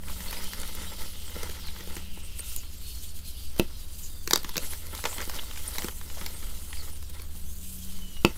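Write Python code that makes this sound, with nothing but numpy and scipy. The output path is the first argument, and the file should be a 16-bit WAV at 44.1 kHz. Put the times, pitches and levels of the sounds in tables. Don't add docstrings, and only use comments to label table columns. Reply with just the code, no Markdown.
import sys
import numpy as np
from scipy import signal
from scipy.fft import rfft, irfft
from scipy.io import wavfile

SR = 44100
rng = np.random.default_rng(int(sys.argv[2]) if len(sys.argv) > 2 else 0)


def bounce(signal):
    frames = np.transpose(np.atleast_2d(signal))
    limited = np.clip(frames, -1, 1)
    pcm = np.round(limited * 32767).astype(np.int16)
    wavfile.write(sys.argv[1], SR, pcm)


N = 369116


def from_db(db):
    return 10 ** (np.asarray(db) / 20)


def rms_one(x):
    return x / np.sqrt(np.mean(x ** 2) + 1e-20)


def in_time(rows):
    seconds, *columns = np.transpose(rows)
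    return [np.interp(np.arange(N) / SR, seconds, column) for column in columns]


def band(x, low_hz, high_hz):
    return signal.sosfilt(signal.butter(2, [low_hz, high_hz], "band", fs=SR, output="sos"), x)


def colour(x, spectrum, size=32768):
    table_hz, table_db = np.transpose(spectrum)
    hz = np.arange(size // 2 + 1) * SR / size + 1e-3
    db = np.interp(np.log(hz), np.log(table_hz), table_db)
    cepstrum = irfft(np.log(from_db(db)))
    cepstrum[1:size // 2] *= 2
    cepstrum[size // 2 + 1:] = 0
    impulse = irfft(np.exp(rfft(cepstrum)))
    return signal.fftconvolve(x, impulse)[:len(x)]


def drift(rate_hz):
    r = np.exp(-2 * np.pi * rate_hz / SR)
    noise = rng.standard_normal(N + SR)
    return rms_one(signal.lfilter([1], [1, -2 * r, r * r], noise)[SR:])


def grains(per_s, spread_db):
    sizes = from_db(spread_db * np.minimum(rng.exponential(1, N), 5)) * rng.choice([-1, 1], N)
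    return sizes * (rng.random(N) < per_s / SR)


# frequency in Hz, relative noise density in dB per Hz.
RUMBLE_COLOUR = [(2, 5), (14, -0.5), (24, -9.5), (31, -19), (38, -31), (45, -11.5), (85, -26), (100, -28),
                 (190, -32), (340, -39.5), (770, -49.5), (1700, -49.5), (3000, -63)]
RUMBLE_DB = -32.5


def rumble():
    noise = colour(rng.standard_normal(N + SR), RUMBLE_COLOUR)
    return from_db(RUMBLE_DB) * rms_one(noise[SR:])


# frequency in Hz, rate of wavering in Hz, level in dB before wavering.
LOW_HUM = [(58.9, 1.9, -49.5), (76.7, 1.34, -48.5)]
# time in seconds, level in dB before wavering.
UPPER_HUM_LEVEL = [(0, -53), (.63, -52), (1.4, -64.5), (2.1, -51.5), (2.8, -65.5), (3.9, -78),
                   (4.45, -62.5), (5.3, -71), (6.2, -62), (6.95, -61.5), (7.6, -51.5), (8.0, -52.5),
                   (8.37, -64)]
UPPER_HUM_HZ, UPPER_HUM_WAVER_HZ = 186.4, 1.2


def hum():
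    t, out = np.arange(N) / SR, np.zeros(N)
    upper = (UPPER_HUM_HZ, UPPER_HUM_WAVER_HZ, in_time(UPPER_HUM_LEVEL)[0])
    for hz, waver_hz, db in [*LOW_HUM, upper]:
        waver = 1.25 + .5 * drift(waver_hz) + .5j * drift(waver_hz)
        out += from_db(db) * (waver * np.exp(2j * np.pi * hz * t)).real
    return out


ATTACK_SHARE = 0.81


def swells(rows):
    t = np.arange(0, N / SR + .002, .002)
    peak_s, length, db = np.transpose(rows)[:, :, None]
    width = length * np.where(t < peak_s, ATTACK_SHARE, 1)
    power = (from_db(db) ** 2 * np.exp(-((t - peak_s) / width) ** 2)).sum(axis=0)
    return np.interp(np.arange(N) / SR, t, power)


# time in seconds, then guiding levels in dB for grinding, fizz and bright rustle.
BETWEEN_GESTURES = [(0, -58, -62, -56), (.12, -60, -49, -45), (.5, -50, -46, -46.5),
                    (1.5, -62, -49.5, -49.5), (1.65, -56.5, -49.5, -51.5), (1.9, -53, -50.5, -50),
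                    (2.1, -62.5, -54, -53), (2.7, -65.5, -53.5, -53), (3.25, -71, -53.5, -53.5),
                    (3.75, -63.5, -54, -54.5), (4.2, -66, -63, -51), (4.45, -54.5, -50, -52),
                    (4.82, -59, -53, -50), (5.1, -47, -47, -42.5), (5.47, -54, -49.5, -47.5),
                    (5.75, -46.5, -46.5, -42), (5.97, -59, -54.5, -47), (6.3, -53, -51.5, -47.5),
                    (6.62, -58, -54, -47.5), (7.0, -72, -55, -52), (7.3, -67, -58.5, -53),
                    (7.7, -75, -56.5, -45.5), (7.95, -61, -50.5, -48), (8.1, -65.5, -55.5, -51.5),
                    (8.37, -59, -54, -50)]
# time of the peak in seconds, fading length in seconds, guiding grinding level in dB.
SQUEEZES = [(.098, 0.029, -48), (.31, .12, -46), (.62, 0.054, -46), (.81, 0.14, -49), (1.028, 0.031, -47.5),
            (1.43, 0.15, -49), (1.95, 0.034, -47.5), (2.19, 0.045, -57.5), (2.5, 0.035, -58.5),
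            (3.6, 0.046, -53.5), (4.35, 0.036, -47), (4.63, 0.032, -45), (4.725, 0.022, -45.5),
            (4.96, 0.037, -47.5), (5.064, 0.025, -42), (5.21, 0.041, -45), (5.36, 0.027, -45),
            (5.83, 0.07, -47), (6.214, 0.089, -49.5), (6.42, 0.046, -54.5), (6.8, .09, -52),
            (7.17, 0.045, -52.5), (7.367, 0.032, -62), (7.998, 0.024, -61), (8.3, .04, -54)]
SQUEEZE_FIZZ_DB, SQUEEZE_RUSTLE_DB = -4, -2
# time of the peak in seconds, fading length in seconds, guiding rustle level in dB.
RUBS = [(1.028, 0.035, -51), (2.393, .025, -44), (2.51, 0.063, -42.5), (2.734, 0.013, -47.5),
        (2.915, 0.076, -46), (3.045, 0.029, -44), (3.169, 0.02, -47.5), (3.277, 0.027, -45.5),
        (3.42, 0.057, -50), (3.8, .05, -53.5), (3.941, 0.019, -46.5), (3.995, 0.011, -44.5),
        (4.053, 0.052, -47), (4.34, 0.07, -46.5), (4.67, 0.096, -43.5), (6.85, 0.038, -47),
        (7.367, 0.028, -48), (7.507, 0.021, -52), (7.69, 0.093, -49)]
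RUB_FIZZ_DB = -6.5


def hands():
    grind, low, bright = from_db(in_time(BETWEEN_GESTURES)) ** 2
    squeeze, rub = swells(SQUEEZES), swells(RUBS)
    grind = grind + squeeze
    low = low + squeeze * from_db(SQUEEZE_FIZZ_DB) ** 2 + rub * from_db(RUB_FIZZ_DB) ** 2
    bright = bright + squeeze * from_db(SQUEEZE_RUSTLE_DB) ** 2 + rub
    return 10 * np.log10([grind, low, bright])


# frequency in Hz, relative density in dB per Hz.
GRIND_COLOUR = [(120, -41.5), (200, -3.5), (248, -6), (335, -5), (509, -6), (598, -6.5), (680, -29),
                (879, -3), (1130, -14), (1320, -3.5), (1640, -14), (2100, -4), (2600, -37), (3380, -14),
                (5720, -120)]


def grinding(level_db):
    crumbs = grains(1500 * from_db(6.0 * drift(25)), spread_db=3.5)
    return from_db(level_db - 1.0) * rms_one(colour(crumbs, GRIND_COLOUR))


# frequency in Hz, relative density in dB per Hz.
FIZZ_COLOUR = [(1200, -33), (2000, -11), (2340, -4.5), (3100, 3.5), (3500, 1.5), (4700, 1.5), (5700, -1),
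               (9300, 1.5), (12500, 1), (15600, -1.5), (15900, -52)]


def fizz(low_db, high_db):
    gusts = from_db(1.23 * drift(35))
    pops = [colour(grains(9000, spread_db=0.5), FIZZ_COLOUR) * gusts for _ in range(2)]
    edges_hz = np.geomspace(2000, 18000, 11)
    low_fizz, bright_rustle = np.zeros(N), np.zeros(N)
    for k, (low, high) in enumerate(zip(edges_hz, edges_hz[1:])):
        patch = band(pops[k % 2], low, high) * from_db(1.4 * drift(15))
        if low > 5800:
            bright_rustle += patch
        else:
            low_fizz += patch
    return from_db(low_db - 0.8) * rms_one(low_fizz) + from_db(high_db - 0.27) * rms_one(bright_rustle)


def splinters(level_db):
    chips, dealt = grains(600, spread_db=4.5), rng.integers(0, 14, N)
    out = np.zeros(N)
    for k, hz in enumerate(np.geomspace(500, 14000, 14)):
        r = from_db(-60 * hz / (9.0 * SR))
        w = 2 * np.pi * hz / SR
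        clicks = chips * (dealt == k) + 1e-18
        ticks = signal.lfilter([1, 0, -1], [1, -2 * r * np.cos(w), r * r], clicks)
        out += ticks * np.sqrt(1 - r)
    return from_db(level_db - 3.5) * rms_one(out)


# start in seconds, length in seconds,
# first frequency in Hz, last frequency in Hz, rate of flutter in Hz, rms level in dB before the fades.
SQUEAKS = [(.27, 0.039, 4380, 4350, 80, -44.5), (.36, 0.053, 4900, 5100, 100, -47),
           (.42, 0.14, 3150, 3050, 150, -50), (1.0, 0.5, 3100, 2870, 200, -58),
           (1.24, 0.065, 9200, 7400, 400, -52), (1.55, .1, 6200, 4770, 200, -57),
           (1.63, 0.082, 5000, 3590, 250, -47), (1.75, 1, 2870, 2756, 330, -55.5),
           (2.35, 0.23, 1400, 1350, 120, -63.5), (2.22, 0.065, 8500, 8400, 600, -50),
           (2.385, 0.027, 8300, 9200, 300, -36), (2.48, 0.027, 9300, 9500, 500, -45),
           (2.56, 0.046, 7060, 6700, 400, -45), (2.8, 0.22, 4390, 4280, 140, -52.5),
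           (3.24, 0.067, 4200, 4250, 100, -50), (3.33, 0.18, 4700, 4660, 300, -54),
           (3.72, 0.16, 4300, 3700, 90, -59), (3.68, 0.42, 4600, 4900, 120, -63),
           (4.02, 0.054, 7000, 6860, 700, -44.5), (4.02, 0.28, 4830, 4600, 200, -57.5),
           (4.05, 0.21, 3880, 3460, 100, -59), (4.62, 0.038, 11400, 11300, 500, -44),
           (4.68, 0.065, 11000, 10800, 400, -43), (5.07, 0.11, 7100, 8440, 700, -44),
           (5.388, 0.0113, 3220, 3150, 250, -34), (5.675, 0.015, 10240, 8300, 300, -32),
           (6.33, 0.076, 8550, 8400, 300, -50.5), (6.68, 0.096, 10600, 10600, 500, -49.5),
           (6.77, 0.058, 5200, 4000, 250, -46), (6.91, 0.056, 10200, 9200, 200, -50),
           (7.43, 0.22, 5960, 7300, 150, -57), (7.7, .35, 3330, 3010, 50, -63),
           (7.95, 0.32, 3080, 2840, 50, -54.5), (8.05, 0.2, 6000, 5700, 60, -64),
           (8.3, 0.032, 5500, 5450, 60, -59)]


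def squeak_rows(level_db, count=650):
    u = rng.random((count, 5))
    start = u[:, 0] * N / SR
    length = 0.0149 + 0.093 * u[:, 2] ** 2
    from_hz = 3000 * 4.5 ** u[:, 1]
    to_hz = from_hz * (.9 + .14 * u[:, 3])
    flutter_hz = np.full(count, 110)
    db = level_db[(start * SR).astype(int)] - 13.5 + 7 * u[:, 4]
    return list(zip(start, length, from_hz, to_hz, flutter_hz, db))


def squeaks(rows):
    out = np.zeros(N + SR)
    for start, length, from_hz, to_hz, flutter_hz, db in rows:
        n, at = round(length * SR), round(start * SR)
        r = np.exp(-2 * np.pi * flutter_hz / SR)
        noise = rng.standard_normal((2, n + 500))
        flutter = signal.lfilter([1], [1, -2 * r, r * r], noise)[:, 500:]
        turn = 2 * np.pi * np.cumsum(np.geomspace(from_hz, to_hz, n)) / SR
        whistle = rms_one(flutter[0] * np.cos(turn) + flutter[1] * np.sin(turn))
        out[at:at + n] += from_db(db) * signal.windows.tukey(n, .5) * whistle
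    return out[:N]


# start in seconds, strength in dB (shifted by SNAP_DB and the part levels),
# body in dB relative to that strength, brittleness in dB, time scale of the burst in milliseconds.
CRACKS = [(.035, -36.5, -28, -6.5, 1.2), (.083, -29, -16, -5, 1.8), (.205, -25.5, -13, -2.5, 1),
          (.308, -24.5, -21, 4.5, 2), (0.327, -20, -31, -3.5, 2.2), (.442, -27, -20, 4.5, 1.1),
          (.534, -21.5, -29, -2.5, .9), (0.632, -27.5, -21, -6.5, 1.5), (.676, -30, -32, 5.5, 0.8),
          (.75, -26.5, -21, 5, 1.5), (1.364, -30, -3.5, -3, 1.2), (1.431, -20, -11, -0.5, 1.2),
          (1.493, -29.5, -6.5, 1, 1.7), (1.67, -28, -22, -0.5, 1.1), (1.683, -31.5, -19, -8, 1.7),
          (1.762, -38.5, -21, -10, 1.3), (1.806, -28, -12, -3.5, 1.9), (1.874, -34, -4, 2, 1.1),
          (1.966, -23.5, -10, -3, 1.6), (2.173, -40.5, -1.5, 0, 1.3), (2.393, -24, -18, 0.5, 1.1),
          (2.563, -25, -36, 11.5, 0.55), (2.572, -39, -13, 3, 1.3), (2.632, -37.5, -14, -5.5, 2.3),
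          (3.563, -31, -15, 1, 0.83), (3.579, -28, -28, 2, 2.5), (3.5895, -27, -32, 8, .7),
          (3.596, -12, -17, 2.5, 1.3), (4.275, -14, -16.5, -1, 1.2), (4.309, -8, -22, -2, 0.83),
          (4.333, -1.5, -15.5, 0, 1.35), (4.358, -6, -28, -1, 0.85), (4.375, -20.5, -16, 2.5, .76),
          (4.432, -27, -24, 2.5, 0.73), (4.445, -19.5, -15.5, -4.5, 1.5), (4.492, -21, -36, 0.5, 1.1),
          (4.496, -25, -21, -1, 0.97), (4.541, -35, -19, -6, 1.1), (4.557, -26, -7.5, -10, 1.2),
          (4.567, -12.5, -15.5, 0, 1.9), (4.579, -10, -17, -2, 0.8), (4.734, -23.5, -31, -2, 0.89),
          (4.868, -27, -20, 2, .63), (4.93, -35, -6, 5, 1.4), (4.949, -20.5, -23, 0, 1.6),
          (5.04, -18, -11, -5, 0.63), (5.053, -13, -36, -7.5, 2.3), (5.128, -32.5, -22, -10.5, 1.2),
          (5.182, -22.5, -16, -6, 1.0), (5.204, -24, -12, -6.5, 1.2), (5.218, -22, -38, -4, 1.4),
          (5.275, -30.5, -5, 5, 1.3), (5.296, -18.5, -41, -1.5, 1.2), (5.344, -24, -17, -1, 1.2),
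          (5.359, -27, -21, -1, 1.1), (5.387, -32, -33, -10.5, 1.9), (5.511, -29, -25, -6.5, 1.5),
          (5.558, -28, -19, -4, 1.9), (5.574, -25, -20, -4, 1.3), (5.687, -27, -23, 1, 2.6),
          (5.757, -22, -32, 0, 0.92), (5.783, -13, -21, -1.5, 0.82), (5.791, -23, -20, -2, 1.0),
          (5.821, -19.5, -21, -4, 0.56), (5.844, -19, -6, -1, 1.06), (5.884, -20, -15, -4.5, 1.0),
          (6.013, -30, -26, -5, 1.2), (6.1, -33, -14, -8, 1.5), (6.18, -28, -20, -3, 1.9),
          (6.212, -25.5, -12, -5, 2.1), (6.262, -16, -32, -1.5, 1.6), (6.426, -32.5, -12, -5, 3.2),
          (6.729, -29, -16, -9, 1.7), (7.026, -29, -26, 0.5, 1.1), (7.097, -30, -17, 4, 2.1),
          (7.196, -35, -9, -8.5, 1.3), (7.218, -29, -23, 3.5, 2.1), (7.848, -37, -24, 9, 1.0),
          (7.989, -36, -18, -2, 1.0), (8.167, -37.5, -17, -7, 1.5), (8.249, -10.5, -34, -0.5, 0.83)]
# frequency in Hz, relative density in dB per Hz.
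BOWL_COLOUR = [(59, -42.5), (100, -6), (220, -0.5), (280, -3), (343, -1), (480, 0), (700, -13.5), (860, -5),
               (1350, -10.5), (1700, -9.5), (2600, -5), (3600, 3.5), (5000, -1), (12000, 3.5),
               (16000, -6.5)]
SNAP_DB = 21
MIDDLE_DB, EDGE_DB, TOP_DB = -13, -10, -12
EDGE_PER_DB, PLAIN_DB = 0.1758, -23.5
DULL_SHARE = 0.57


def cracks():
    out, t = np.zeros(N + 4096), np.arange(4096) / SR
    start, strength_db, body_db, brittle_db, ms = np.transpose(CRACKS)[:, :, None]
    life = t * 1000 / np.maximum(ms, .1)
    white = rng.standard_normal(life.shape) * np.sqrt(life) * np.exp(-.8 * life)
    bursts = np.array([colour(row, BOWL_COLOUR, size=2048) for row in white])
    middle_db = MIDDLE_DB - brittle_db
    edge_db = EDGE_DB + EDGE_PER_DB * (strength_db - PLAIN_DB) + DULL_SHARE * np.minimum(brittle_db, 0)
    top_db = TOP_DB + brittle_db
    borders_hz = [100, 700, 2400, 7000, 17000]
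    sound = np.zeros(life.shape)
    for low, high, db in zip(borders_hz, borders_hz[1:], (body_db, middle_db, edge_db, top_db)):
        part = band(bursts, low, high)
        part = part / np.linalg.norm(part, axis=1, keepdims=True)
        sound += from_db(strength_db + db + SNAP_DB) * part
    for at, row in zip(np.round(start[:, 0] * SR).astype(int), sound):
        out[at:at + len(t)] += row
    return out[:N]


# low edge in Hz, high edge in Hz,
# time to fall by 60 dB in seconds, relative level in dB.
ECHOES = [(120, 930, 0.11, -5), (1440, 6000, 0.15, -10.5), (4500, 8900, 0.045, -39)]


def surroundings(x):
    t = np.arange(SR // 3) / SR
    scatter = np.zeros(len(t))
    for low_hz, high_hz, t60, db in ECHOES:
        noise = band(rng.standard_normal(len(t)), low_hz, high_hz)
        scatter += from_db(db - 60 * t / t60) * noise / np.sqrt(t60 * SR / 14)
    return signal.fftconvolve(x, scatter * (t > .004))[:N]


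# start in seconds, peak level of the blow in dB,
# length of the pull in milliseconds, extra knock in dB for the ringing above 700 Hz.
SNAPS = [(3.5963, -12.5, 1.14, 2.5), (8.2477, -10.5, 1.32, 8.5)]
# frequency in Hz,
# level in dB relative to RING_DB and the blow, time to fall by 60 dB in seconds.
BLOCK_RING = [(142, -15, .09), (213, 4, 0.047), (343, 1.5, 0.071), (400, -22, 0.031), (924, -10, 0.038),
              (1080, -5.5, 0.015), (1350, -9, 0.021), (2030, -11, 0.0099), (2640, 2.5, 0.014),
              (2900, -4, 0.013)]
RING_DB = -8.0


def snaps():
    out, t = np.zeros(N), np.arange(N) / SR
    for start, blow_db, ms, knock_db in SNAPS:
        life = (t - start) * 1000 / ms
        out -= from_db(blow_db) * np.sin(np.pi * life) * (life > 0) * (life < 2)
        since = np.clip(t - start - ms / 1000, 0, 1)
        for hz, db, t60 in BLOCK_RING:
            ring_db = blow_db + RING_DB + db + knock_db * (hz > 700) - 60 * since / t60
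            out += from_db(ring_db) * np.sin(2 * np.pi * hz * since)
    return out


def scene():
    grind_db, fizz_db, bright_db = hands()
    breaking = cracks() + snaps() + splinters(grind_db)
    faint_squeaks = squeaks(squeak_rows(np.minimum(fizz_db, bright_db)))
    wet = fizz(fizz_db, bright_db) + squeaks(SQUEAKS) + faint_squeaks
    chalk = breaking + surroundings(breaking) + grinding(grind_db) + wet
    return (chalk + hum() + rumble())[None]


CUTOFF_HZ = 16900


def record(dry):
    low_pass = signal.cheby2(14, 60, CUTOFF_HZ, fs=SR, output="sos")
    return signal.sosfilt(low_pass, np.clip(dry, -.97, .97))


dry = scene()
out = record(dry)
bounce(out)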